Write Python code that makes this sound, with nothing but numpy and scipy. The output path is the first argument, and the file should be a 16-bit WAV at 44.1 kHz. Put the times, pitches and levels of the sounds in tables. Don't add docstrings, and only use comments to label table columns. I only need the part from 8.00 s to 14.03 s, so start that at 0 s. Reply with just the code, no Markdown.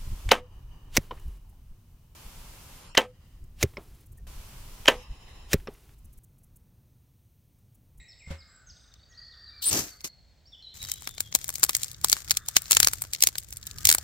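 import sys
import numpy as np
from scipy import signal
from scipy.fft import rfft, irfft
from scipy.io import wavfile
from scipy.ndimage import uniform_filter1d

SR = 44100
rng = np.random.default_rng(int(sys.argv[2]) if len(sys.argv) > 2 else 0)


def gain_from_db(level_db):
    decades = np.asarray(level_db, float) / 20
    return 10 ** decades


def transcribe(u):
    v = np.clip(np.atleast_2d(u).T, -1, 1)
    q = np.round(v * 32767).astype(np.int16)
    wavfile.write(sys.argv[1], SR, q)


N = 265923
T = np.arange(N) / SR
BUNDLE_S = 2.74
PORT_LAG_S = .00022


# peak time in seconds, crack level in dB over 4 ms, woody lows in dB
# against the crack, brittle highs in dB against the crack, ring in Hz, mostly near 7.3 kHz.
TWIG_SNAPS = [(2.8185, -42, -18, -8, 3880), (2.8286, -38, -17, 1.5, 3750), (2.8388, -41, -17, -6, 5880),
              (2.8501, -36.5, -11, -4, 4780), (2.9173, -26.5, -48, 4.5, 7400),
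              (2.9393, -42, -28, 8.5, 6630), (3.0083, -60, -10, 13, 8120), (3.022, -51.5, 3, 9, 3040),
              (3.0742, -30.5, -3, -2.5, 3570), (3.0917, -43, -3, 3, 9410), (3.1813, -35, -10, -7, 7540),
              (3.2055, -25.5, -11.5, 6, 7260), (3.3259, -33.5, -12, -19, 3530),
              (3.3507, -15, -9.5, 2.5, 680), (3.3587, -29.5, -12.5, 5, 7450), (3.3888, -44, -8, 4, 7210),
              (3.4434, -36.5, -11, 8, 7050), (3.4806, -47, -22, 17, 8350), (3.4918, -30.5, -6.5, 6, 6700),
              (3.5027, -38, -5, 6, 6240), (3.5403, -45, -11, 12, 7360), (3.556, -30, -35, 1.5, 7520),
              (3.5829, -44.5, -3, 8, 6870), (3.5967, -49, -3, 15, 7620), (3.6324, -16.5, -9.5, 2, 7330),
              (3.6381, -17, -17, 7.5, 7880), (3.6482, -30, -5, 7, 8200), (3.6647, -42, -8, 3, 8660),
              (3.6937, -23.5, -3.5, 3.5, 1850), (3.6979, -29.5, -8, -3, 7060), (3.7082, -43, -8, 11, 7520),
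              (3.7323, -37, -14, 0, 3250), (3.7505, -18, -20, -1, 6650), (3.7674, -36, -11.5, 14, 7600),
              (3.8184, -41, -11, 2, 7260), (3.8333, -26.5, -34, 4, 7240), (3.8449, -35, -16, 4.5, 7300),
              (3.8825, -41, -33, 0, 5030), (3.9154, -39.5, -35, 1.5, 6230), (3.9456, -41.5, -23, -13, 3830),
              (4.0138, -46, -22, 4, 7410), (4.0458, -19.5, -4, 6.5, 1100), (4.0849, -33, -23, 4, 6310),
              (4.0982, -23, -27, 5, 6940), (4.1179, -28, -32, 8, 6590), (4.1288, -10.5, -18, -4, 4710),
              (4.1676, -38, 1, 0, 1590), (4.2461, -47, -17, 2, 3550), (4.2785, -41, -6, -9, 7130),
              (4.2847, -41, -14, 1, 5430), (4.2972, -34, -21, -1, 7060), (4.3091, -13.5, -17, -6, 6650),
              (4.3152, -20, -11, 1, 7300), (4.3415, -42, -17, -4, 4240), (4.3502, -42, -22, -3, 8630),
              (4.3712, -21, -25, 2, 7550), (4.486, -27, -16, 4, 790), (4.5668, -8.5, -13, -2.5, 3100),
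              (4.5843, -34, -23, -2, 7130), (4.6574, -38.5, -22, -9, 7580), (4.7105, -20.5, -8, 9, 7300),
              (4.7194, -13, -26, 3, 7770), (4.7305, -18, -11, -3, 4470), (4.7388, -38, -27, 11, 7800),
              (4.7497, -25, -37, 4, 6200), (4.7692, -11, -8, -2.5, 7670), (4.802, -15, -8.5, 4, 7540),
              (4.8302, -13.5, -12.5, -3, 3530), (4.8471, -18.5, -15, 2, 6600),
              (4.8722, -13.5, -9, -0.5, 5600), (4.8846, -23, -14, -0.5, 6160), (4.9344, -31, -4.5, 8, 9550),
              (5.0204, -37.5, -4, 16.5, 8900), (5.0393, -43, -3, 4, 7880), (5.0502, -44.5, -2, -3, 5190),
              (5.1346, -26, -20, 1.5, 8420), (5.1408, -41, -25, 9, 7520), (5.1495, -28, -36, -9, 7200),
              (5.1615, -40, -14, -8, 3660), (5.2065, -33, -27, 2, 5020), (5.2246, -12, -33, 1, 5230),
              (5.2371, -13.5, -16, 1.5, 7550), (5.272, -15.5, -18.5, 3, 6160), (5.2881, -32, -13, 2, 7670),
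              (5.3554, -33.5, -4, -10, 1970), (5.3833, -27.5, -49, 4.5, 8350), (5.4347, -55, -18, 10, 7470),
              (5.5064, -56.5, -16, 16, 6480), (5.5268, -36, -13, 0.5, 6240), (5.5354, -53, -18, 13, 7130),
              (5.5705, -43, -29, 12.5, 7300), (5.6294, -40, -20, -8, 4220), (5.6691, -42, -31, 12.5, 7000),
              (5.6733, -36, -14, -11, 3850), (5.7124, -37.5, -37, -4.5, 7100),
              (5.7849, -35, -15, -3.5, 4670), (5.8538, -12, -22.5, 1, 7540),
              (5.8716, -16.5, -36, 2.5, 6630), (5.8907, -11.5, -15, 3.5, 7080),
              (5.9011, -14, -17, -0.5, 7340), (5.9145, -19.5, -9, 6.5, 5300), (5.9264, -19, -15, 5, 7070),
              (5.9391, -29, -23, 1, 5510), (5.9483, -26, 0, 12.5, 7300), (5.9838, -27.5, -11, 1.5, 770)]


def twig_snaps():
    return cracks(list(TWIG_SNAPS) + faint_cracks(count=90))


def faint_cracks(count):
    moment, loudness, pitch = rng.random((count, 3)).T
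    low, high = rng.standard_normal((count, 2)).T
    peak_s = BUNDLE_S + moment * (T[-1] - BUNDLE_S)
    crack_db = -57 - 2.5 * np.log(loudness)
    ring_hz = 7600 * (1 - .55 * pitch ** 3)
    return list(zip(peak_s, crack_db, -13 + 5 * low, 4 + 5 * high, ring_hz))


# peak time in seconds, crack level in dB over 4 ms, lows in dB #
# against the crack, highs in dB against the crack, ring in Hz.
ROD_TICKS = [(.94, -50.5, -33, -15, 4340), (1.884, -48, -6, -11, 5030), (2.007, -44, -18, -10, 5000),
             (2.014, -54, -4, 4, 6000), (2.075, -46, -10, 2, 6000)]


def rod_ticks():
    return cracks(ROD_TICKS)


def crack_shape(t):
    rise = np.exp(t / .0005) + gain_from_db(-21) * np.exp(t / .0057)
    scatter = gain_from_db(-18) * np.exp(-t / .005)
    splinters = gain_from_db(-31) * np.exp(-t / .013)
    return np.where(t < 0, rise, np.exp(-t / .0011) + scatter + splinters)


def cracks(rows):
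    size, lead = 2560, 448
    out = np.zeros((2, N + 4096))
    t = (np.arange(size) - lead) / SR
    shape = crack_shape(t)
    core = (t > -.0015) & (t < .0025)
    for s, crack_db, low_db, high_db, ring_hz in rows:
        wood_hz = (1500 - 15 * low_db) * np.exp(.08 * rng.standard_normal())
        wood_hz = min(np.clip(wood_hz, 600, 2100), ring_hz)
        ragged = gain_from_db(3.0 * np.repeat(rng.standard_normal(size // 16), 16))
        burst = pair(0.45, PORT_LAG_S, size=size) * shape * ragged
        pan_db = 3 - .6 * s + rng.standard_normal()
        ring = 0.79 * colour(burst, [(ring_hz / 1.42, -30), (ring_hz, 0), (ring_hz * 1.12, -30)])
        wood = colour(burst, [(100, -30), (250, -10), (wood_hz / 1.92, -7), (wood_hz, 0),
                              (wood_hz * 1.36, -6), (wood_hz * 3, -30)])
        body = colour(burst + ring, [(1500, -30), (2200, -4), (2800, -8), (4300, 0), (7000, -1), (8500, -30)])
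        brittle = colour(burst + ring, [(5800, -30), (7400, 0), (10200, -3), (16000, -2), (17500, -20)])
        bands = [(0, body), (low_db, wood), (high_db, brittle)]
        sound = sum(gain_from_db(db) * x / np.std(x[:, core]) for db, x in bands)
        i = int(s * SR) - lead
        out[:, i:i + size] += sound * gain_from_db(crack_db + np.array([[pan_db], [-pan_db]]) / 2)
    return out[:, :N]


# time in seconds, rustle level in dB.
RUSTLE_LEVEL = [(2.74, -55), (2.82, -43), (3.03, -51), (3.3, -58), (3.45, -46.5), (3.8, -46), (3.97, -56.5),
                (4.13, -38), (4.35, -55), (4.61, -50.5), (4.74, -38), (4.88, -41), (4.99, -52), (5.12, -53),
                (5.25, -38), (5.33, -50), (5.55, -59), (5.82, -50), (5.93, -34), (6.0, -50)]
# frequency in Hz, density in dB per Hz.
NEEDLE_TONE = [(150, -42), (250, -9.5), (955, -8), (2090, -0.5), (2530, -5), (7190, 4.5), (10700, -8),
               (14900, 1.5), (16000, -25)]


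def rustle():
    grains = pair(0.16, PORT_LAG_S) * (0.51 + 0.65 * crackle(300, 6, 0.0011))
    grip = 0.3 + .85 * abs(flutter(25.4, size=N))
    left_right = gain_from_db(np.array([[1.2], [-1.2]]))
    return unit(colour(grains * grip, NEEDLE_TONE)) * curve(RUSTLE_LEVEL) * left_right


def strike():
    grit = pair(0.36, PORT_LAG_S) * (.8 + .6 * crackle(700, 3, .0015))
    return scrape(grit) + sparks_and_needles(grit) + steel_ring() + flame_and_thud()


# frequency in Hz, density in dB per Hz.
SCRAPE_TONE = [(1200, -28), (2400, -20), (2900, -8), (4300, 0), (6000, -8), (11000, -8), (15500, -1),
               (16500, -6)]
# time at full level in seconds, level in dB, hold in seconds,
# rise in dB per second, fall in dB per second.
SCRAPE_SWELL = (1.624, -28, .072, 3000, 700)


def scrape(grit):
    return unit(colour(grit, SCRAPE_TONE)) * swell(*SCRAPE_SWELL)


# frequency in Hz, density in dB per Hz.
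SPARK_TONE = [(1500, -21.5), (2600, -17), (3500, -20), (6500, -8.5), (9500, -21.5), (15000, -15),
              (16000, -35)]
# time at full level in seconds, level in dB, hold in seconds,
# rise in dB per second, fall in dB per second.
SPARK_SWELL = (1.715, -25, .075, 900, 260)
EMBER_SWELL = (1.87, -50, .0, 300, 120)
DROP_SWELL = (2.044, -27, .008, 6000, 1300)
SETTLE_SWELL = (2.06, -44, .018, 2000, 1800)


def sparks_and_needles(grit):
    swells = (SPARK_SWELL, EMBER_SWELL, DROP_SWELL, SETTLE_SWELL)
    return unit(colour(grit, SPARK_TONE)) * sum(swell(*row) for row in swells)


# time in seconds, ring in Hz.
STEEL_PITCH = [(1.62, 8350), (1.655, 8300), (1.675, 9410), (1.69, 8640), (1.71, 7950)]
# time at full level in seconds, level in dB, hold in seconds,
# rise in dB per second, fall in dB per second.
RING_SWELL = (1.668, -21, .03, 550, 3000)


def steel_ring():
    real = unit(colour(pair(0.43), [(1, -7), (600, 2.5), (1600, -29.5)]))
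    imaginary = unit(colour(pair(0.9), [(1, 7.5), (600, 3.5), (1600, -29.5)]))
    hz = np.interp(T, *np.transpose(STEEL_PITCH))
    carrier = np.exp(2j * np.pi * np.cumsum(hz) / SR)
    steel = ((real + 1j * imaginary) * carrier).real
    return steel * swell(*RING_SWELL) * (T > STEEL_PITCH[0][0])


# time at full level in seconds, level in dB, hold in seconds,
# rise in dB per second, fall in dB per second.
PUFF_SWELL = (1.735, -31.5, .045, 450, 250)


def flame_and_thud():
    uneven = pair(1.0) * (0.9 + 0.48 * crackle(300, 1.2, 0.0087))
    puff = unit(colour(uneven, [(30, -34), (60, -2), (310, -1.5), (500, -10.5), (700, -8.5),
                                (1500, -22.5), (2500, -22), (4000, -38)]))
    return puff * (swell(*PUFF_SWELL) + gain_from_db(-19) * swell(*DROP_SWELL))


# time in seconds, strength in dB, contact in seconds.
KNOCK_BLOWS = [(0.274, -48, 0.0025), (.306, -39, 0.00067), (0.31, -45, 0.00067), (0.319, -49, 0.0022)]
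# frequency in Hz, level in dB, decay by 60 dB in seconds.
BODY_MODES = [(80, -6, .25), (150, -3, .06), (549, -16, .17), (1394, -20, .04), (2000, -22, .04)]


def knock():
    push = np.zeros(SR)
    for s, db, contact_s in KNOCK_BLOWS:
        push += gain_from_db(db) * np.exp(-((T[:SR] - s) / contact_s) ** 2 * 8) / (contact_s * SR) * 8
    t = T[:SR // 2]
    ring = np.zeros(len(t))
    for hz, db, t60 in BODY_MODES:
        ring += gain_from_db(db) * np.sin(2 * np.pi * hz * t) * np.exp(-np.log(1000) * t / t60)
    out = np.zeros((2, N))
    out[:, :SR] += signal.fftconvolve(push, ring)[:SR]
    return out


# time in seconds, level in dB.
SCUFF_LEVEL = [(.26, -75), (.275, -57), (.3, -54), (.31, -41), (.33, -47), (.36, -55), (.42, -75)]


def scuff():
    rub = unit(colour(pair(0.23), [(200, 0.5), (2000, -4), (5000, -11), (16000, -31)]))
    return rub * curve(SCUFF_LEVEL) * (T < SCUFF_LEVEL[-1][0])


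# start in seconds, length in seconds, first Hz, last Hz, level in dB.
GLIDES = [(-.15, .13, 2800, 1850, -59), (-.1, .08, 4300, 3700, -59.5), (.691, .014, 4000, 2700, -63.5),
          (.195, .028, 2830, 2200, -61), (.22, .078, 2170, 2120, -58.5), (.51, .22, 1560, 1434, -71),
          (.748, .137, 8450, 8500, -80), (.8, .147, 6100, 6050, -77), (.982, .09, 4300, 4780, -71),
          (1.128, .025, 3200, 4300, -62), (1.15, .15, 4330, 4400, -59), (1.176, .024, 4800, 4650, -50),
          (1.21, .04, 4650, 4850, -56), (1.26, .05, 4750, 4650, -64), (1.319, .041, 4700, 4750, -59),
          (1.241, .274, 5550, 5450, -78), (1.24, .047, 3300, 3750, -72), (1.378, .048, 4530, 4800, -61),
          (1.31, .035, 4350, 3150, -59), (1.43, .08, 4550, 4700, -54.5), (1.465, .015, 4300, 3900, -51),
          (1.485, .03, 3950, 3550, -55), (1.555, .03, 4800, 4650, -54), (1.585, .03, 4500, 3900, -54),
          (1.106, .4, 1916, 1820, -66), (1.5, .128, 2350, 2300, -72), (1.898, .051, 4700, 4300, -55.5),
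          (2.058, .084, 4326, 4270, -61.5), (1.89, .206, 2110, 2040, -75), (2.455, .02, 4300, 5440, -60),
          (2.47, .058, 5500, 5500, -63), (2.521, .036, 3740, 2950, -53.5), (2.596, .14, 3010, 3160, -66),
          (2.625, .06, 4200, 3900, -52), (2.715, .02, 3750, 3450, -56), (2.795, .055, 3880, 3860, -48),
          (2.855, .035, 3300, 2950, -56), (2.9, .05, 3100, 3150, -60), (2.97, .025, 3380, 3380, -53),
          (3.05, .1, 3650, 3500, -58), (3.235, .06, 3320, 3220, -61), (4.38, .1, 3600, 3600, -62.5),
          (5.634, .23, 1725, 1613, -67.5), (5.683, .127, 1286, 1230, -68)]
# start in seconds, hang in seconds, top in Hz,
# end in Hz, level in dB.
PLUNGES = [(.078, .032, 5500, 3680, -57), (.385, .02, 5200, 3740, -56), (.665, .022, 6550, 3860, -58.5),
           (1.09, .022, 6750, 4600, -63)]
# start in seconds, level in dB.
ARCHES = [(-.1, -64.5), (.185, -65.5), (.477, -67)]
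# length in seconds, first Hz, last Hz, level in dB.
TRILL_NOTE = (.011, 3950, 3500, -60)


def birds():
    lead = int(.5 * SR)
    song = [glide(*row) for row in GLIDES]
    song += [whistle(s, plunge(hang_s, top_hz, end_hz), db) for s, hang_s, top_hz, end_hz, db in PLUNGES]
    arch = np.sin(np.linspace(0, np.pi, int(.122 * SR))) ** .6
    song += [whistle(s, 7280 + (7760 - 7280) * arch, db) for s, db in ARCHES]
    trill = [glide(.762 + k * .0387, *TRILL_NOTE) for k in range(8)]
    dry_song, dry_trill = lay_out(song, lead), lay_out(trill, lead)
    sent = dry_song + gain_from_db(-8) * dry_trill
    wet = signal.fftconvolve(sent[None], tree_tail(), axes=1)[:, :N + lead]
    return (dry_song + dry_trill + wet)[:, lead:]


def lay_out(notes, lead):
    line = np.zeros(N + lead)
    for s, note in notes:
        i = int(s * SR) + lead
        line[i:i + len(note)] += note
    return line


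def tree_tail():
    t = T[:2 * SR]
    tail = pair(1 - .072, size=len(t)) * np.exp(-np.log(1000) * t)
    return tail / np.sqrt(np.sum(tail[0] ** 2))


def glide(s, length_s, first_hz, last_hz, db):
    return whistle(s, np.linspace(first_hz, last_hz, int(length_s * SR)), db)


def plunge(hang_s, top_hz, end_hz):
    t = np.arange(int(.2 * SR)) / SR
    octaves = 2.5 * t + 17 * np.maximum(t - hang_s, 0)
    hz = top_hz * 2 ** -octaves
    return hz[hz > end_hz]


def whistle(s, hz, db):
    u = np.linspace(0, 1, len(hz))
    depth = min(len(hz) / SR / .06, 1)
    waver = depth * flutter(90 + np.mean(hz) * .03, size=len(u))
    tone = np.exp(2j * np.pi * np.cumsum(hz) / SR) * (0.72 + 1.04 * waver)
    return s, gain_from_db(db) * np.sqrt(2) * np.sin(np.pi * u) ** 0.12 * tone.real


# time in seconds, level in dB.
CHORUS_LEVEL = [(0, -95), (.26, -94), (.33, -63), (.75, -71.5), (.95, -74), (1.2, -69.5), (1.9, -59.5),
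                (2.2, -96), (2.7, -85), (4.1, -68), (4.3, -57.5), (4.55, -60.5), (5.5, -75), (5.7, -61.5),
                (5.9, -58)]


def far_chorus():
    band = unit(colour(pair(0.98), [(900, -29), (1200, -3), (1600, -3), (1900, -6.5), (2300, -37)]))
    return band * (0.47 + .5 * abs(flutter(14, size=N))) * curve(CHORUS_LEVEL)


# frequency in Hz,
# density in dB per Hz.
WIND_TONE = [(15, -27.5), (25, -13.5), (59, 0), (198, -19.5), (217, -25), (261, -22), (361, -48.5),
             (1000, -57.5), (1300, -47), (2200, -120)]
HANDLING_TONE = [(15, -24), (25, -7), (54, 0.5), (81, 1.5), (136, -3), (227, -19), (500, -31.5), (650, -45),
                 (1100, -120)]
# time in seconds, level in dB.
HAND_JOLTS = [(.0, -56), (.7, -57), (2.84, -54), (4.05, -47), (4.3, -50), (4.8, -38), (4.94, -48),
              (5.76, -49), (5.87, -40)]


def wind():
    in_hand = T >= BUNDLE_S
    rumble = np.where(in_hand, unit(colour(pair(0.82), HANDLING_TONE)), unit(colour(pair(0.88), WIND_TONE)))
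    gust_db = 1.2 * flutter(3, size=N).real
    gusts = gain_from_db(np.where(in_hand, -52.5, -60) + gust_db)
    jolts = sum(swell(s, db, 0, rise_db_s=300, fall_db_s=200) for s, db in HAND_JOLTS)
    return rumble * (gusts + jolts)


# frequency in Hz, density in dB per Hz.
AIR_TONE = [(300, -3.5), (700, -2.5), (1200, -13.5), (2000, -8), (2800, -12), (4000, -8), (6000, -14),
            (8000, -15.5), (9300, -31), (16000, -20)]


def woodland_air():
    return unit(colour(pair(0.72), AIR_TONE)) * gain_from_db(-69)


def unit(x):
    return x / np.sqrt(np.mean(x ** 2))


def colour(x, points):
    hz, db = np.transpose(points)
    n = x.shape[-1]
    f = np.maximum(np.arange(n // 2 + 1) * SR / n, 1)
    return irfft(rfft(x) * gain_from_db(np.interp(np.log(f), np.log(hz), db)), n)


def curve(rows):
    rows = np.array(rows)
    return gain_from_db(np.interp(T, rows[:, 0], rows[:, 1], left=-200))


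def swell(s, db, hold_s, rise_db_s, fall_db_s):
    return gain_from_db(db - rise_db_s * np.clip(s - T, 0, 1) - fall_db_s * np.clip(T - s - hold_s, 0, 1))


def pair(alike, lag_s=0., size=N):
    common, left, right = rng.standard_normal((3, size))
    shared = np.array([common, np.roll(common, round(lag_s * SR))])
    return np.sqrt(alike) * shared + np.sqrt(1 - alike) * np.array([left, right])


def crackle(per_s, spread_db, fall_s):
    click_db = np.minimum(spread_db * rng.exponential(size=N), 16)
    hits = (rng.random(N) < per_s / SR) * gain_from_db(click_db)
    return unit(signal.lfilter([1], [1, -np.exp(-1 / (fall_s * SR))], hits))


def flutter(hz, size):
    k = int(SR / hz)
    z = rng.standard_normal((2, size + 2 * k))
    z = uniform_filter1d(uniform_filter1d(z, k), k)[:, k:-k]
    return (z[0] + 1j * z[1]) * np.sqrt(3 * k) / 2


# frequency in Hz, gain in dB.
HOUSING_SHADE = [(1000, -0.5), (8000, -2), (12000, -1.5), (16000, -14)]


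def scene():
    near = twig_snaps() + rod_ticks() + rustle() + strike()
    near = np.array([near[0], colour(near[1], HOUSING_SHADE)])
    return near + knock() + scuff() + birds() + far_chorus() + wind() + woodland_air()


def top_cut(x):
    return signal.sosfilt(signal.butter(12, 16640, fs=SR, output="sos"), x)


def record(dry):
    low_pass = signal.ellip(8, .2, 60, 16100, fs=SR, output="sos")
    mix = np.clip(signal.sosfilt(low_pass, dry), -1, 1)
    return top_cut(mix)


dry = scene()
out = record(dry)
transcribe(out)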